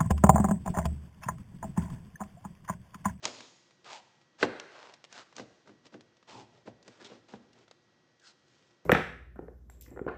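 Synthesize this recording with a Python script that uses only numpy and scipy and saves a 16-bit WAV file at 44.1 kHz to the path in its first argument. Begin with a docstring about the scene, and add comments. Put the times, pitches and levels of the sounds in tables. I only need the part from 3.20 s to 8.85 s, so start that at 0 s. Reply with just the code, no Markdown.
"""Hands press a sheet of coated metal flashing into the corner between roof tiles and a plywood box.
Over low hiss and hum, a palm slides on the gritty face, the edge ticks on the tiles and the sheet snaps
onto the wooden deck. The loudest snap comes at 1.2 s, trailing faintly off the hard surroundings.
After a lighter snap at 2.2 s, dull knocks alternate with rubs and ticks until 4.2 s.
A few quiet strokes and last ticks of the edge close the scene."""
import sys
import numpy as np
from scipy import signal
from scipy.fft import rfft, irfft
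from scipy.io import wavfile
from scipy.ndimage import uniform_filter1d

SR = 44100
rng = np.random.default_rng(int(sys.argv[2]) if len(sys.argv) > 2 else 0)


def generate_wav(sig):
    """Save sig (samples, or channels by samples) to the path in sys.argv[1] as 16-bit PCM at SR."""
    pcm = np.round(np.clip(np.atleast_2d(sig).T, -1, 1) * 32767).astype(np.int16)
    wavfile.write(sys.argv[1], SR, pcm)


N = 249165


def gain_of(db):
    """Decibels to amplitude."""
    return 10 ** (np.asarray(db) / 20)


def unit_rms(x):
    """Levels a sustained sound to rms 1."""
    return x / np.sqrt(np.mean(x ** 2) + 1e-20)


def unit_hit(x):
    """Levels a transient to the energy of 5 ms at rms 1."""
    return x / np.sqrt(np.sum(x ** 2) / (.005 * SR) + 1e-20)


def curve_at(points, hz):
    """Reads a curve on a log-frequency axis."""
    f, value = np.transpose(points)
    return np.interp(np.log(hz + 1), np.log(f + 1), value)


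def add(mix, start_s, sound):
    """Lays a sound into the mix."""
    part = mix[max(round(start_s * SR), 0):][:len(sound)]
    part += sound[:len(part)]


def eq(x, db_at, size=4096):
    """Minimum-phase EQ whose gain in dB is db_at(Hz)."""
    hz = abs(np.fft.fftfreq(size, 1 / SR)) + 1
    log_gain = np.log(gain_of(db_at(hz)))
    response = np.exp(np.conj(signal.hilbert(log_gain)))
    taps = np.fft.ifft(response).real[:size // 2]
    return signal.fftconvolve(x, taps)[:len(x)]


# Tone of the hiss bed: f/Hz, relative level/dB
HISS_EQ = [(15, -34), (25, -13), (49, -16.5), (125, 2), (298, -2), (355, 4.5), (422, -9.5), (478, -0.5),
           (660, -7), (1200, -9.5), (1780, -9.5), (1960, -14), (2170, -13), (6150, -17), (9370, -40),
           (12200, -52), (20600, -120)]
# Hum lines: f/Hz, rms level/dB
HUM_LINES = [(150.7, -85.5), (1351, -94), (1922, -81.5), (3241, -89), (4048, -92), (4646, -97)]
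def background(hiss_db=-70, waver_db=0.9):
    """A bed of steady hiss with a few faint, wavering hum lines."""
    t, knots = np.arange(N) / SR, np.linspace(0, N / SR, num=40)
    hiss_gain = gain_of(curve_at(HISS_EQ, np.fft.rfftfreq(N, 1 / SR)))
    hiss = irfft(rfft(rng.standard_normal(N)) * hiss_gain, N)
    out = gain_of(hiss_db) * unit_rms(hiss)
    for hz, db in HUM_LINES:
        waver = waver_db * np.interp(t, knots, rng.standard_normal(len(knots)))
        out += gain_of(db + waver) * np.sqrt(2) * np.sin(2 * np.pi * (hz * t + rng.random()))
    return out


def friction(count, grains_per_s=1500, grain_db=0.5, grain_gain=0.99, catches_per_s=45, catch_gain=7):
    """Texture of the gritty coat: smooth hiss, fine grains and now and then a coarse catch."""
    hiss = rng.standard_normal(count)
    grain_onsets = rng.random(count) < grains_per_s / SR
    grains = grain_onsets * gain_of(grain_db * np.minimum(rng.exponential(1, count), 5))
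    catches = (rng.random(count) < catches_per_s / SR) * rng.uniform(1, 4.3, count)
    grit = grain_gain * unit_rms(grains) + catch_gain * catches
    return unit_rms(hiss + np.sign(hiss) * grit)


# Tone of skin on the coated face: f/Hz, relative level/dB
RUB_EQ = [(80, -25.5), (250, -5.5), (600, 8.5), (1200, 2), (2000, -2.5), (3000, -3), (5000, -8),
          (7200, -15), (8300, -25), (9500, -47)]
# Tone of the deck rumbling below: f/Hz, relative level/dB
DECK_EQ = [(40, -38.5), (75, -17.5), (120, 1), (160, -15), (210, 0), (400, 1), (700, -13), (1500, -24),
           (5000, -69.5)]
def slide(attack_s, length_s, db, hollow_hz, hollow_db, tilt_db, rumble_db,
          judder_db=0.85, release_share=0.76, sink_octaves_per_s=2.9):
    """Skin drags over grit: the face hisses, a hollow under the hand sings, and the deck rumbles."""
    t = np.arange(SR // 2) / SR
    slowing_s = length_s - release_share * (length_s - attack_s)
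    ramp = np.interp(t, [0, attack_s, slowing_s, length_s], [0, 1, 1, 0])
    speed = np.sin(np.pi / 2 * ramp) ** 2
    air, shake, judder = rng.standard_normal((3, len(t)))
    face = unit_rms(eq(friction(len(t)), lambda f: curve_at(RUB_EQ, f) + tilt_db * np.log2(f / 1000)))
    sweep_hz = hollow_hz * 2 ** (sink_octaves_per_s * (attack_s - t))  # sinks as the hand flattens
    hollow = hand_hollow(air, sweep_hz, width_hz=0.26 * hollow_hz)
    deck = unit_rms(eq(shake, lambda f: curve_at(DECK_EQ, f)))
    grip = gain_of(judder_db * unit_rms(uniform_filter1d(judder, size=300)))
    return gain_of(db) * speed * grip * (face + gain_of(hollow_db) * hollow + gain_of(rumble_db) * deck)


def hand_hollow(air, sweep_hz, width_hz):
    """The air under the hand resonates: two swept band-passes in series."""
    carrier = np.exp(2j * np.pi * np.cumsum(sweep_hz) / SR)
    pole = np.exp(-np.pi * width_hz / SR)
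    for _ in range(2):
        air = 2 * (carrier * signal.lfilter([1 - pole], [1, -pole], air / carrier)).real
    return unit_rms(air)


# Slide cues: t/s, attack/s, length/s, level/dB, hollow f/Hz at the end of the attack,
# hollow level/dB re face, tilt/(dB per octave), rumble level/dB re face
STROKE_CUES = [(0.021, 0.019, 0.11, -44, 646, -7.5, 4.5, -9.5),
               (0.067, 0.034, 0.29, -56.5, 4830, -3, 2.5, -4),
               (0.636, 0.036, 0.12, -52, 1220, -5, 2, -12.5), (0.664, .06, 0.16, -50, 920, -1.5, 3.5, -22),
               (1.175, 0.058, 0.096, -43, 1510, -12, 3, -12),
               (1.466, 0.11, 0.35, -54.5, 1130, -9.5, 0.16, -20),
               (1.877, 0.098, 0.18, -52.5, 1460, -4.5, 3, -10.5),
               (2.146, 0.027, 0.11, -54.5, 990, -9, 4, -6.5),
               (2.631, 0.035, 0.059, -62, 404, -7.5, 3.5, -1.5),
               (3.068, 0.023, 0.093, -53, 885, -8, 2.3, -10), (3.108, 0.035, 0.17, -57, 920, 3, 4.5, 1.5),
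               (3.301, 0.044, 0.15, -71.5, 690, 1, 2.5, 4.5),
               (3.643, 0.011, 0.34, -66, 1600, -8.5, 2.5, -4),
               (3.786, 0.029, 0.068, -56.5, 1620, -6, 1.5, -3),
               (3.839, 0.0092, .05, -53, 3550, -3.5, 4.5, -3.5),
               (3.85, 0.033, 0.17, -59.5, 553, -2, 1.5, -1),
               (4.081, .006, 0.077, -59.5, 884, -20, 1.5, -8.5),
               (4.301, 0.095, .17, -67, 1500, -16.5, 1.5, 1.5),
               (4.992, 0.055, 0.14, -67, 1510, 3, 7, -19.5), (5.028, 0.045, .11, -61, 4620, -0.5, 6.5, -23),
               (5.231, 0.079, .43, -72.5, 1500, -14, 5, -5.5)]
def strokes():
    """The hands smooth the sheet and shift it into the corner."""
    out = np.zeros(N)
    for start_s, *stroke in STROKE_CUES:
        add(out, start_s, slide(*stroke))
    return out


def chatter(t60, click_db=-5, shiver_db=-11, shiver_t60=0.017):
    """One sharp contact, a quickly dying rattle of tiny ones, and a brief shiver of the sheet."""
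    t = np.arange(SR // 8) / SR
    decays = np.exp(-np.log(1000) * t / np.array([[t60], [shiver_t60]]))
    rattle, shiver = rng.standard_normal((2, len(t))) * decays
    click = signal.unit_impulse(len(t))
    return unit_hit(rattle) + gain_of(click_db) * unit_hit(click) + gain_of(shiver_db) * unit_hit(shiver)


# Tone of the metal edge on tile, for ticks and cracks: f/Hz, relative level/dB
EDGE_EQ = [(100, -21.5), (500, 4), (1400, -3), (2100, -4), (3500, -4), (5500, -3), (7200, -8.5),
           (8200, -17.5), (9500, -26)]
def tick(db, hz, focus_db=1.53, t60_halving_db=15):
    """The edge catches on tile grit: firm catches are crisp, light ones chatter longer."""
    t60 = .025 * 2 ** (-(db + 50.5) / t60_halving_db)
    shelf_db = 4 * np.log2(hz / 4000)  # low-pitched catches are duller overall
    catch = eq(chatter(t60), lambda f: curve_at(EDGE_EQ, f) + shelf_db * np.tanh(np.log2(f / 2500)))
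    focused = eq(catch, lambda f: -focus_db * np.minimum(np.log2(f / hz) ** 2, 4))
    return gain_of(db) * unit_hit(focused)


# Edge tick cues: t/s, level/dB, centre f/Hz
TICK_CUES = [(0.034, -54, 4460), (0.0542, -26.5, 4700), (0.2064, -45.5, 3550), (0.509, -61, 3010),
             (0.645, -56, 4230), (1.0143, -65, 2930), (1.3988, -39.5, 2560), (1.7386, -50.5, 4800),
             (1.8418, -48.5, 3400), (1.849, -51.5, 2790), (1.927, -47.5, 4940), (2.1266, -56, 1996),
             (2.1657, -44.5, 5460), (2.6676, -56, 3550), (2.8085, -55.5, 3960), (2.9688, -65, 3460),
             (3.028, -59.5, 1990), (3.6278, -59, 4030), (3.6791, -52, 4000), (3.846, -54.5, 4000),
             (4.3317, -61.5, 3635), (4.3879, -65, 3530), (4.48, -58.5, 2244), (4.512, -50.5, 2790),
             (4.9975, -65, 5920), (5.509, -67, 2490)]
def ticks():
    """The edge catches here and there as the sheet shifts."""
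    out = np.zeros(N)
    for start_s, db, hz in TICK_CUES:
        add(out, start_s, tick(db, hz))
    return out


# Tone of the sheet's dense modes: f/Hz, relative level/dB
CLATTER_EQ = [(50, -23), (120, -2), (160, -19), (210, -6.5), (400, -2.5), (800, -5), (1700, -13.5),
              (2500, -11), (4200, -15.5), (6000, -35), (9500, -34)]
# Their decay: f/Hz, t60/s at damping 1
CLATTER_DECAY = [(100, 0.13), (500, 0.21), (1600, 0.037), (4000, 0.09), (9000, .045)]
def clatter(count, damping):
    """The sheet's dense modes blur into noise, each band dying at its own speed."""
    hz, t, bands = signal.stft(rng.standard_normal(count), SR, nperseg=256)
    t60 = curve_at(CLATTER_DECAY, hz)[:, None] / damping
    burst = signal.istft(bands * np.exp(-np.log(1000) * t / t60), SR, nperseg=256)[1][:count]
    return eq(burst, lambda f: curve_at(CLATTER_EQ, f))


# Sheet and deck ringing together: f/Hz, relative level/dB, t60/s at damping 1
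SHEET_MODES = [(108.3, -10.5, 0.51), (125.6, -11, 0.41), (206, -0.5, 0.15), (237, -10.5, 0.38),
               (246.8, -5, 0.21), (301.8, -6, 0.22), (354, -7, 0.11), (373, -0.5, 0.091), (473, 0, 0.077),
               (525, -3.5, 0.063), (627, -15, 0.061), (800, -7, .07), (1046, -6, 0.057),
               (1118, -4.5, 0.052), (1300, -0.5, 0.021), (1380, -22, 0.02), (1527, 4.5, .033),
               (1743, -3, .04), (2016, -1, 0.039), (2740, -11.5, 0.062), (3400, -11, .025),
               (4140, -6.5, 0.024)]
def knock(db, corner_hz, spot_hz, damping, clatter_db=-3, boost_db=3, spot_db=5, spot_octaves=0.23):
    """The sheet hits the deck: a soft, heavy palm wakes the low modes, a hard, light snap the high ones."""
    t = np.arange(SR // 2) / SR
    hz, mode_db, t60 = np.transpose(SHEET_MODES)[:, :, None]
    polarity = (-1) ** np.arange(len(hz))[:, None]  # neighbouring modes start in opposite directions
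    decays = np.exp(-np.log(1000) * t * damping / t60)
    ring = (polarity * gain_of(mode_db) * np.sin(2 * np.pi * hz * t) * decays).sum(0)
    body = unit_hit(ring) + gain_of(clatter_db) * unit_hit(clatter(len(t), damping))
    low_cut_hz = 195 * (corner_hz / 1000) ** 0.657  # softer blows reach deeper
    body = eq(body, lambda f: -10 * np.log10((1 + (f / corner_hz) ** 2) * (1 + (low_cut_hz / (f + 20)) ** 4)))
    # Each spot on the sheet favours some modes.
    body = eq(body, lambda f: spot_db / (1 + (np.log2(f / spot_hz) / spot_octaves) ** 2))
    return gain_of(db + boost_db) * unit_hit(body)


def crack(db, corner_hz, t60=0.036, attack_cycles=0.79):
    """The edge cracks against the tile as a press lands; a soft contact is duller and closes slower."""
    high_cut_hz = 2.7 * corner_hz
    edge = eq(chatter(t60), lambda f: curve_at(EDGE_EQ, f) - 10 * np.log10(1 + (f / high_cut_hz) ** 2))
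    t = np.arange(len(edge)) / SR
    attack = 1 - np.exp(-t * corner_hz / attack_cycles)
    return gain_of(db) * unit_hit(edge * attack)


# Press cues: t/s, base level/dB, hardness as corner f/Hz, spot resonance f/Hz,
# hand damping/factor, crack level/dB re base
PRESS_CUES = [(0.0552, -39, 1420, 637, 0.77, 6.5), (1.2284, -18, 2900, 1882, 1.55, -12.5),
              (2.1819, -46.5, 2400, 1040, 1.1, 0.5), (2.1961, -39.5, 950, 557, 1.16, -3),
              (2.4745, -55, 1100, 1450, 2.6, -2.5), (2.493, -50, 450, 325, 0.74, -7),
              (2.7412, -42.5, 770, 297, 1.2, -14), (3.15, -48, 410, 120, 0.49, -8),
              (3.4749, -40.5, 526, 744, 1.64, -11.5), (3.6800, -51, 600, 410, 2.2, -1),
              (3.916, -47.5, 500, 538, 0.74, -21), (4.1368, -41.5, 600, 800, 2.4, -14.5),
              (4.1410, -49, 400, 210, 1.4, -31), (4.167, -53, 320, 240, 0.27, -15),
              (4.234, -63, 400, 303, 0.59, -14)]
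# The sheet settling after a hard snap: delay t/s, level/dB re snap
SNAP_REBOUNDS = [(.007, -15.5), (.02, -19.5)]
def presses(snap_above_hz=1300, scuff_lead_s=.022):
    """Each press: the palm skids, the sheet knocks and cracks; a hard snap ends in dull rebounds."""
    out = np.zeros(N)
    for start_s, db, corner_hz, spot_hz, damping, crack_db in PRESS_CUES:
        scuff = slide(attack_s=0.0097, length_s=0.072, db=-36 + 0.62 * db, hollow_hz=spot_hz,
                      hollow_db=-4.5, tilt_db=1.6, rumble_db=4)
        add(out, start_s - scuff_lead_s, scuff)
        add(out, start_s, knock(db, corner_hz, spot_hz, damping))
        add(out, start_s, crack(db + crack_db, corner_hz))
        if corner_hz > snap_above_hz:  # on softer presses the palm holds the sheet down
            for delay_s, rebound_db in SNAP_REBOUNDS:
                rebound = knock(db + rebound_db, .27 * corner_hz, spot_hz=292, damping=damping)
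                add(out, start_s + delay_s, rebound)
    return out


# Decay of the surroundings: f/Hz, t60/s
REVERB_DECAY = [(100, 0.29), (400, 0.72), (1500, 0.98), (4000, 1.23), (9000, 1.14)]
def reverb(x, wet_db=-12.0, tilt_db_per_octave=-0.5, blur_octaves=0.057, predelay_s=0.0091):
    """Hard surroundings return a diffuse tail: energy spreads to nearby pitches and dies band by band."""
    frames = dict(fs=SR, nperseg=512, noverlap=384)
    hz, t, bands = signal.stft(x, **frames)
    octave = np.log2(hz + 40)
    blur = np.exp(-((octave[:, None] - octave) / blur_octaves) ** 2)
    power = blur / blur.sum(0) @ abs(bands) ** 2
    feedback = gain_of(-60 * t[1] / curve_at(REVERB_DECAY, hz)) ** 2  # power kept per frame
    tail_power = np.array([signal.lfilter([1 - k], [1, -k], p) for k, p in zip(feedback, power)])
    wet_gain = gain_of(wet_db + tilt_db_per_octave * (octave - np.log2(1000)))
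    wash = signal.stft(rng.standard_normal(N), **frames)[2]
    wash *= np.sqrt(tail_power / np.mean(abs(wash) ** 2)) * wet_gain[:, None]
    out = np.zeros(N)
    add(out, predelay_s, signal.istft(wash, **frames)[1])
    return out


def scene():
    """Mono mix of the handling, its tail and the background bed."""
    handling = presses() + strokes() + ticks()
    return (handling + reverb(handling) + background())[None]


def record(dry, low_cut_hz=55, high_cut_hz=9450):
    """Master EQ: a gentle bass roll-off and a steep high cut."""
    thinned = signal.sosfilt(signal.butter(2, low_cut_hz, "highpass", fs=SR, output="sos"), dry)
    high_cut = signal.firwin(401, high_cut_hz, window=("kaiser", 8), fs=SR)
    return signal.oaconvolve(thinned, high_cut[None], "same")


dry = scene()
out = record(dry)
generate_wav(out)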